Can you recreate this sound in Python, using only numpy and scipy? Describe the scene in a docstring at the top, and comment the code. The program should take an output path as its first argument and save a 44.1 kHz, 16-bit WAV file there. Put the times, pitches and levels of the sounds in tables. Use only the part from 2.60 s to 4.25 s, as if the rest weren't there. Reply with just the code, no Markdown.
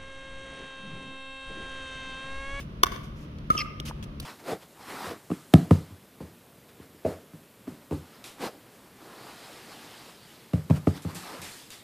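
"""Pickleball rally on a hard court

A close paddle pops the hollow plastic ball, then a more ringing hit comes from further left: damped modes and
a noise crack, each sounded on contact and on release. Delayed echoes and noise tails throw them back outdoors.
Shoes tap and scuff in shaped noise and squeak in gliding tones, and a ball knocks once far off as damped modes.
Behind lie town rumble of coloured noise and a distant engine of wavering harmonics, on two spaced microphones."""
import sys
import numpy as np
from scipy import signal
from scipy.fft import rfft, irfft, next_fast_len
from scipy.io import wavfile

SR = 44100
rng = np.random.default_rng(int(sys.argv[2]) if len(sys.argv) > 2 else 0)


def generate_wav(sig):
    """Save sig (samples, or channels by samples) to the path in sys.argv[1] as 16-bit PCM at SR."""
    pcm = np.round(np.clip(np.atleast_2d(sig).T, -1, 1) * 32767).astype(np.int16)
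    wavfile.write(sys.argv[1], SR, pcm)


N = 72765

# colour of soles rubbing the court: frequency_hz, level_db
SCUFF_COLOUR = [(300, -31), (1000, 1.5), (1900, -1.5), (2900, 6), (4000, -2), (5500, 1.5), (7800, -4.5),
                (10000, -9), (13000, -9.5), (16000, -24.5)]


def undb(db):
    """Decibels to gain."""
    return 10 ** (np.asarray(db) / 20)


def unit(x):
    """Scale to rms 1."""
    return x / (np.sqrt(np.mean(x ** 2)) + 1e-12)


def clock():
    """Time of every sample in seconds."""
    return np.arange(N) / SR


def fade(t60):
    """Exponential decay from time zero, down 60 dB after t60 seconds."""
    return np.exp(-np.log(1000) * clock() / max(t60, 1e-4))


def freqs():
    """Frequencies of the spectrum in Hz."""
    return np.fft.rfftfreq(N, 1 / SR)


def colour(x, points):
    """Filter by a curve of frequency_hz, level_db points."""
    hz, db = np.array(points).T
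    curve_db = np.interp(np.log(freqs() + 1), np.log(hz), db)
    return irfft(rfft(x) * undb(curve_db), N)


def noise(points):
    """Coloured noise of rms 1."""
    return unit(colour(rng.standard_normal(N), points))


def walk(rate):
    """Smooth random wander of rms 1, with `rate` new values a second."""
    steps = rng.standard_normal(N)
    return unit(np.interp(clock() * rate, np.arange(N), steps))


def place(x, at_s, lead_ms):
    """Delay a sound to its moment; the nearer of two spaced microphones hears it first."""
    size = next_fast_len(3 * N)
    # a positive lead reaches the left microphone first
    delay_s = at_s + np.array([[max(-lead_ms, 0)], [max(lead_ms, 0)]]) / 1000
    turn = np.exp(-2j * np.pi * np.fft.rfftfreq(size, 1 / SR) * delay_s)
    return irfft(rfft(x, size) * turn, size)[:, :N]


def convolve(x, response):
    """Pass a sound through a response."""
    return signal.fftconvolve(np.atleast_2d(x), np.atleast_2d(response), axes=1)[:, :N]


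def ring(modes, rise_s):
    """Damped modes of alternating sign that swell while the contact lasts."""
    t = clock()
    total = 0
    for k, (hz, db, t60) in enumerate(modes):
        total = total + (-1) ** k * undb(db) * fade(t60) * np.sin(2 * np.pi * hz * t)
    return (1 - np.exp(-t / rise_s)) * total


def echoes_of(pop, name):
    """Fences and walls return one hit late, duller and blurred by scattering."""
    # returns off fences and walls: start_s, hit_name, level_db, left_lead_ms
    returns = [(.2415, "close", -20, -0.36), (0.2559, "close", -28, -0.068), (0.2636, "close", -20.5, 0.36),
               (0.2705, "close", -32.5, -0.076), (0.3176, "close", -30, -0.18),
               (0.3592, "close", -29, 0.305), (0.9489, "left", -14, 0.45), (0.966, "left", -25.5, .3),
               (1.058, "left", -30.5, .1)]
    dull_hz, scatter_t60_s, scatter_db = 5030, 0.012, 1.5
    dull = signal.lfilter(*signal.butter(1, dull_hz, fs=SR), pop)
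    out = 0
    for at, hit, db, lead in returns:
        if hit == name:
            scatter = unit(rng.standard_normal((2, N)) * fade(scatter_t60_s)) / np.sqrt(N)
            blurred = dull + undb(scatter_db) * convolve(dull, scatter)
            out = out + undb(db) * place(blurred, at, lead)
    return out


def paddle_hits():
    """Ball cavity, paddle face and crack pulse on contact and release; returns the heard and court-bound sound."""
    # paddle hits: start_s, hit_name, ball_pitch_hz, ball_t60_s, ball_db, face_db, crack_db, left_lead_ms,
    # release_delay_ms, release_db (against contact), doppler_share (ball pitch sent to the court), court_send_db
    hits = [(0.2319, "close", 1097, 0.018, -5, -18, -20.5, 0.294, 1.88, 8.5, 0.024, -1),
            (0.9020, "left", 1272, 0.047, -1, -28.5, -31.5, 0.45, 1.8, -9.5, -0.036, 3)]
    # modes of the paddle face: frequency_hz, level_db, t60_s
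    face_modes = [(361, -2, 0.025), (724, -9.5, 0.026), (1494, 0.5, 0.027), (2210, 3, 0.013),
                  (3000, -3.5, 0.019), (3487, 11, 0.01), (4850, -23, .011), (5950, 4, 0.0048)]
    # colour of the contact crack: frequency_hz, level_db
    crack_colour = [(100, -19), (400, -21), (800, 6), (2200, 1), (3500, -9.5), (4500, 4.5), (7000, -3),
                    (10000, -9), (13000, -7.5), (16000, -7.5)]
    ball_rise_s, face_rise_s, crack_t60_s = 0.0025, 0.0018, 0.021

    heard, spread = 0, 0
    for (at, name, hz, t60, ball_db, face_db, crack_db, lead,
         release_ms, release_db, shift, send_db) in hits:
        stereo_crack = np.array([noise(crack_colour), noise(crack_colour)])
        crack = undb(crack_db) * fade(crack_t60_s) * (noise(crack_colour) + 0.87 * stereo_crack)
        paddle = crack + undb(face_db) * ring(face_modes, face_rise_s)
        pulses = []
        for pitch_hz in (hz, hz * (1 + shift)):
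            contact = paddle + ring([(pitch_hz, ball_db, t60)], ball_rise_s)
            release = undb(release_db) * place(contact, release_ms / 1000, 0)
            pulses.append(contact + release)
        pop, outward = pulses
        heard = heard + place(pop, at, lead) + echoes_of(pop, name)
        spread = spread + undb(send_db) * place(outward, at, lead)
    return heard, spread


def taps():
    """A sole meets the court: a noise tick, part narrow and part broad, over a dull thump; one such knock at
    0.95 s trails the left hit instead."""
    # shoe taps, plus one knock trailing the left hit at 0.95 s: start_s, tick_db, tick_t60_s, tick_centre_hz,
    # thump_db, left_lead_ms
    footfalls = [(0.785, -47.5, 0.024, 4030, -61, 0.043), (.903, -36.5, 0.082, 2000, -21.5, 0.46),
                 (0.9506, -38, 0.022, 2470, -28.5, 0.23), (0.987, -36.5, 0.014, 10500, -63, 0),
                 (1.1998, -26.5, 0.016, 3000, -33, -0.32), (1.297, -44, 0.05, 1170, -33.5, 0.11),
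                 (1.426, -40, 0.027, 3240, -34.5, 0.375), (1.601, -33, .018, 10900, -35.5, -0.22),
                 (1.599, -34, 0.028, 4040, -84, -0.17), (1.627, -47.5, 0.04, 2000, -39.5, 0)]
    # colour of a footfall's thump: frequency_hz, level_db
    thump_colour = [(40, -20), (90, -3), (160, -2.5), (260, 1), (400, -5), (650, -10.5), (900, -26),
                    (3000, -47)]
    tick_width, broad_db = 0.22, -2.5  # resonance width as a share of its centre
    thump_t60_s, rise_s = 0.042, 0.00044

    out, f = 0, freqs() + 1
    for at, db, t60, hz, thump_db, lead in footfalls:
        resonance = 1 / (1 + 1j * (f / hz - hz / f) / tick_width)
        band = unit(irfft(rfft(rng.standard_normal(N)) * resonance, N))
        tick = undb(db) * fade(t60) * (band + undb(broad_db) * noise(SCUFF_COLOUR))
        thump = undb(thump_db) * fade(thump_t60_s) * noise(thump_colour)
        out = out + place((tick + thump) * (1 - np.exp(-clock() / rise_s)), at, lead)
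    return out


def scuffs():
    """Grainy hiss of soles dragged over the gritty paint."""
    # sliding soles: start_s, rise_s, hold_s, release_t60_s, level_db, left_lead_ms
    slides = [(0.0, .004, 0.0023, 0.12, -44, 0.072), (.314, 0.0047, 0.0061, 0.32, -47.5, 0.18),
              (0.43, .005, 0.0065, 0.19, -53, 0.16), (0.549, 0.029, 0.064, 0.13, -59.5, 0.16),
              (0.915, 0.0022, 0.099, 0.16, -46.5, 0.27), (1.25, 0.0051, 0.04, 0.051, -41.5, 0),
              (1.427, 0.0048, 0.011, 0.029, -45.5, 0.51), (1.612, 0.0029, 0.031, .15, -53.5, 0)]
    grit_db, grit_per_s = 2.5, 2700  # rms flutter and new values a second

    out, t = 0, clock()
    for at, rise, hold, t60, db, lead in slides:
        release = np.exp(-np.log(1000) * np.maximum(t - rise - hold, 0) / t60)
        shape = np.minimum(t / rise, 1) * release
        stereo_hiss = np.array([noise(SCUFF_COLOUR), noise(SCUFF_COLOUR)])
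        hiss = noise(SCUFF_COLOUR) + 1.23 * stereo_hiss
        grit = hiss * undb(grit_db * walk(grit_per_s))
        out = out + place(undb(db) * shape * unit(grit), at, lead)
    return out


def squeak():
    """Rubber tread blocks stick and slip in one skid: unsteady gliding tones, each with its octave."""
    # squealing blocks: start_s, length_s, start_hz, end_hz, level_db, octave_db (against the fundamental)
    squeals = [(.969, 0.0175, 3138, 2492, -31, -9), (0.978, 0.0035, 2750, 2660, -31, 10),
               (0.972, 0.034, 3183, 3145, -33.5, -19), (.984, 0.039, 2763, 2691, -30.5, 0),
               (.985, 0.04, 2430, 2440, -38, 2), (1.002, 0.021, 2125, 2115, -30.5, -8)]
    jitter_share, flutter_db, wander_per_s = 0.027, 4, 1100

    out, t = 0, clock()
    for at, length, start_hz, end_hz, db, octave_db in squeals:
        progress = np.minimum(t / length, 1)
        glide_hz = start_hz + (end_hz - start_hz) * progress
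        hz = glide_hz * (1 + jitter_share * walk(wander_per_s))
        phase = 2 * np.pi * np.cumsum(hz) / SR
        swell = np.sqrt(np.abs(np.sin(np.pi * progress)))
        level = undb(db + flutter_db * walk(wander_per_s))
        tone = np.sin(phase) + undb(octave_db) * np.sin(2 * phase)
        out = out + place(swell * level * tone, at, 0.04)
    return out


def bounces():
    """A ball knocks on a far court, ringing in a few short modes."""
    # far bounces: start_s, level_db, left_lead_ms
    knocks = [(1.3106, -32, .11)]
    # modes of a ball meeting the court: frequency_hz, level_db, t60_s
    ball_modes = [(920, 7.5, 0.014), (1240, 6.5, 0.0071), (1670, -5.5, 0.018)]
    return sum(undb(db) * place(ring(ball_modes, 0.00012), at, lead) for at, db, lead in knocks)


def court(x):
    """Diffuse decay from the surrounding fences, with a second wash off the far wall."""
    # reverberation bands: frequency_hz, level_db, t60_s
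    bands = [(150, -49.5, 0.55), (590, -7, 0.71), (1040, -20.5, 0.77), (1300, -20, 1.3), (2000, -10, 0.62),
             (3200, -18.5, 0.79), (5910, -22, .6), (14600, -20.5, 0.15)]
    fence_s, rise_s = 0.02, 0.0051  # the nearest fence answers this late, then the tail builds up
    wall_s, wall_db, wall_t60_s = 0.083, -17.5, 0.43
    wall_colour = [(300, 9.5), (1100, -2.5), (2500, 3.5), (5000, -10), (14000, -7)]  # frequency_hz, level_db

    hz, db, t60 = np.array(bands).T
    t, logf = clock(), np.log(freqs() + 1)
    white, tail = rfft(rng.standard_normal((2, N))), 0
    # each row of the identity opens one band, crossfading into its neighbours
    for k, share in enumerate(np.eye(len(bands))):
        band = irfft(white * np.interp(logf, np.log(hz), share), N)
        envelope = unit(fade(t60[k]) * (1 - np.exp(-t / rise_s)))
        tail = tail + undb(db[k]) * band * envelope / np.sqrt(N)
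    wash = colour(rng.standard_normal((2, N)), wall_colour)
    wall = wash * unit(fade(wall_t60_s)) / np.sqrt(N)
    response = place(tail, fence_s, 0) + undb(wall_db) * place(wall, wall_s, 0)
    return convolve(x, response)


def engine():
    """A far engine hums at its firing rate and harmonics, wavering in pitch and level."""
    # engine harmonics from the first upward: level_db
    harmonics_db = [-51, -48.5, -51, -57.5, -65.5]
    firing_hz, waver_share, swell_db = 72.92, 0.0082, 1.5
    phase = 2 * np.pi * np.cumsum(firing_hz * (1 + waver_share * walk(7))) / SR
    hum = 0
    for k, db in enumerate(harmonics_db):
        level = undb(db + swell_db * walk(9.2)) * np.sqrt(2)  # rms to peak
        hum = hum + level * np.sin((k + 1) * phase + rng.uniform(0, 2 * np.pi))
    return hum


def town():
    """Traffic rumble, nearly alike in both microphones in the bass, joined by the far engine."""
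    # colour of the rumble: frequency_hz, level_db
    rumble_colour = [(15, -25.5), (25, -4.5), (55, 5), (90, 0.5), (115, -2), (160, -1.5), (270, -10),
                     (440, -16), (600, -18.5), (800, -30.5), (1100, -24), (1700, -32), (3200, -32.5),
                     (4200, -39), (6000, -44.5), (8000, -57), (11000, -54.5), (16000, -59)]
    # part that differs between the microphones, against the shared part: frequency_hz, level_db
    side_colour = [(30, -44.5), (120, -18), (250, -11.5), (500, -6), (1000, 3), (16000, -2)]
    rumble_db, balance_db = -40.5, -0.6  # balance is left against right
    side = colour(noise(rumble_colour), side_colour) * np.array([[1], [-1]])
    air = noise(rumble_colour) + side
    balance = undb(np.array([[balance_db], [-balance_db]]) / 2)
    return (undb(rumble_db) * air + engine()) * balance


def scene():
    """Hits, footwork and the far bounce in the open court, over the town."""
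    shoe_send_db = -1
    hits, spread = paddle_hits()
    shoes = taps() + scuffs() + squeak()
    bounce = bounces()
    reverberation = court(spread + bounce + undb(shoe_send_db) * shoes)
    return hits + shoes + bounce + reverberation + town()


def record(dry):
    """Two microphones colour the sound; the highest peaks are rounded and the top treble cut."""
    # left microphone colour: frequency_hz, level_db
    left_colour = [(100, 1), (1200, -1), (2300, -2), (3600, -1), (6300, -1), (7700, -6), (9000, 4.5),
                   (13000, 1), (16000, 1.5)]
    # right microphone colour: frequency_hz, level_db
    right_colour = [(100, -1), (1200, -0.5), (2300, 0.5), (3600, -1), (6300, -2), (7700, -4), (9000, -2),
                    (13000, 0), (16000, -8)]
    ceiling, top_hz = 0.92, 16100  # ceiling as a share of full scale
    x = np.array([colour(dry[0], left_colour), colour(dry[1], right_colour)])
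    soft = x / (1 + (x / ceiling) ** 6) ** (1 / 6)
    return signal.sosfilt(signal.ellip(8, 0.2, 70, top_hz, fs=SR, output="sos"), soft)


dry = scene()
out = record(dry)
generate_wav(out)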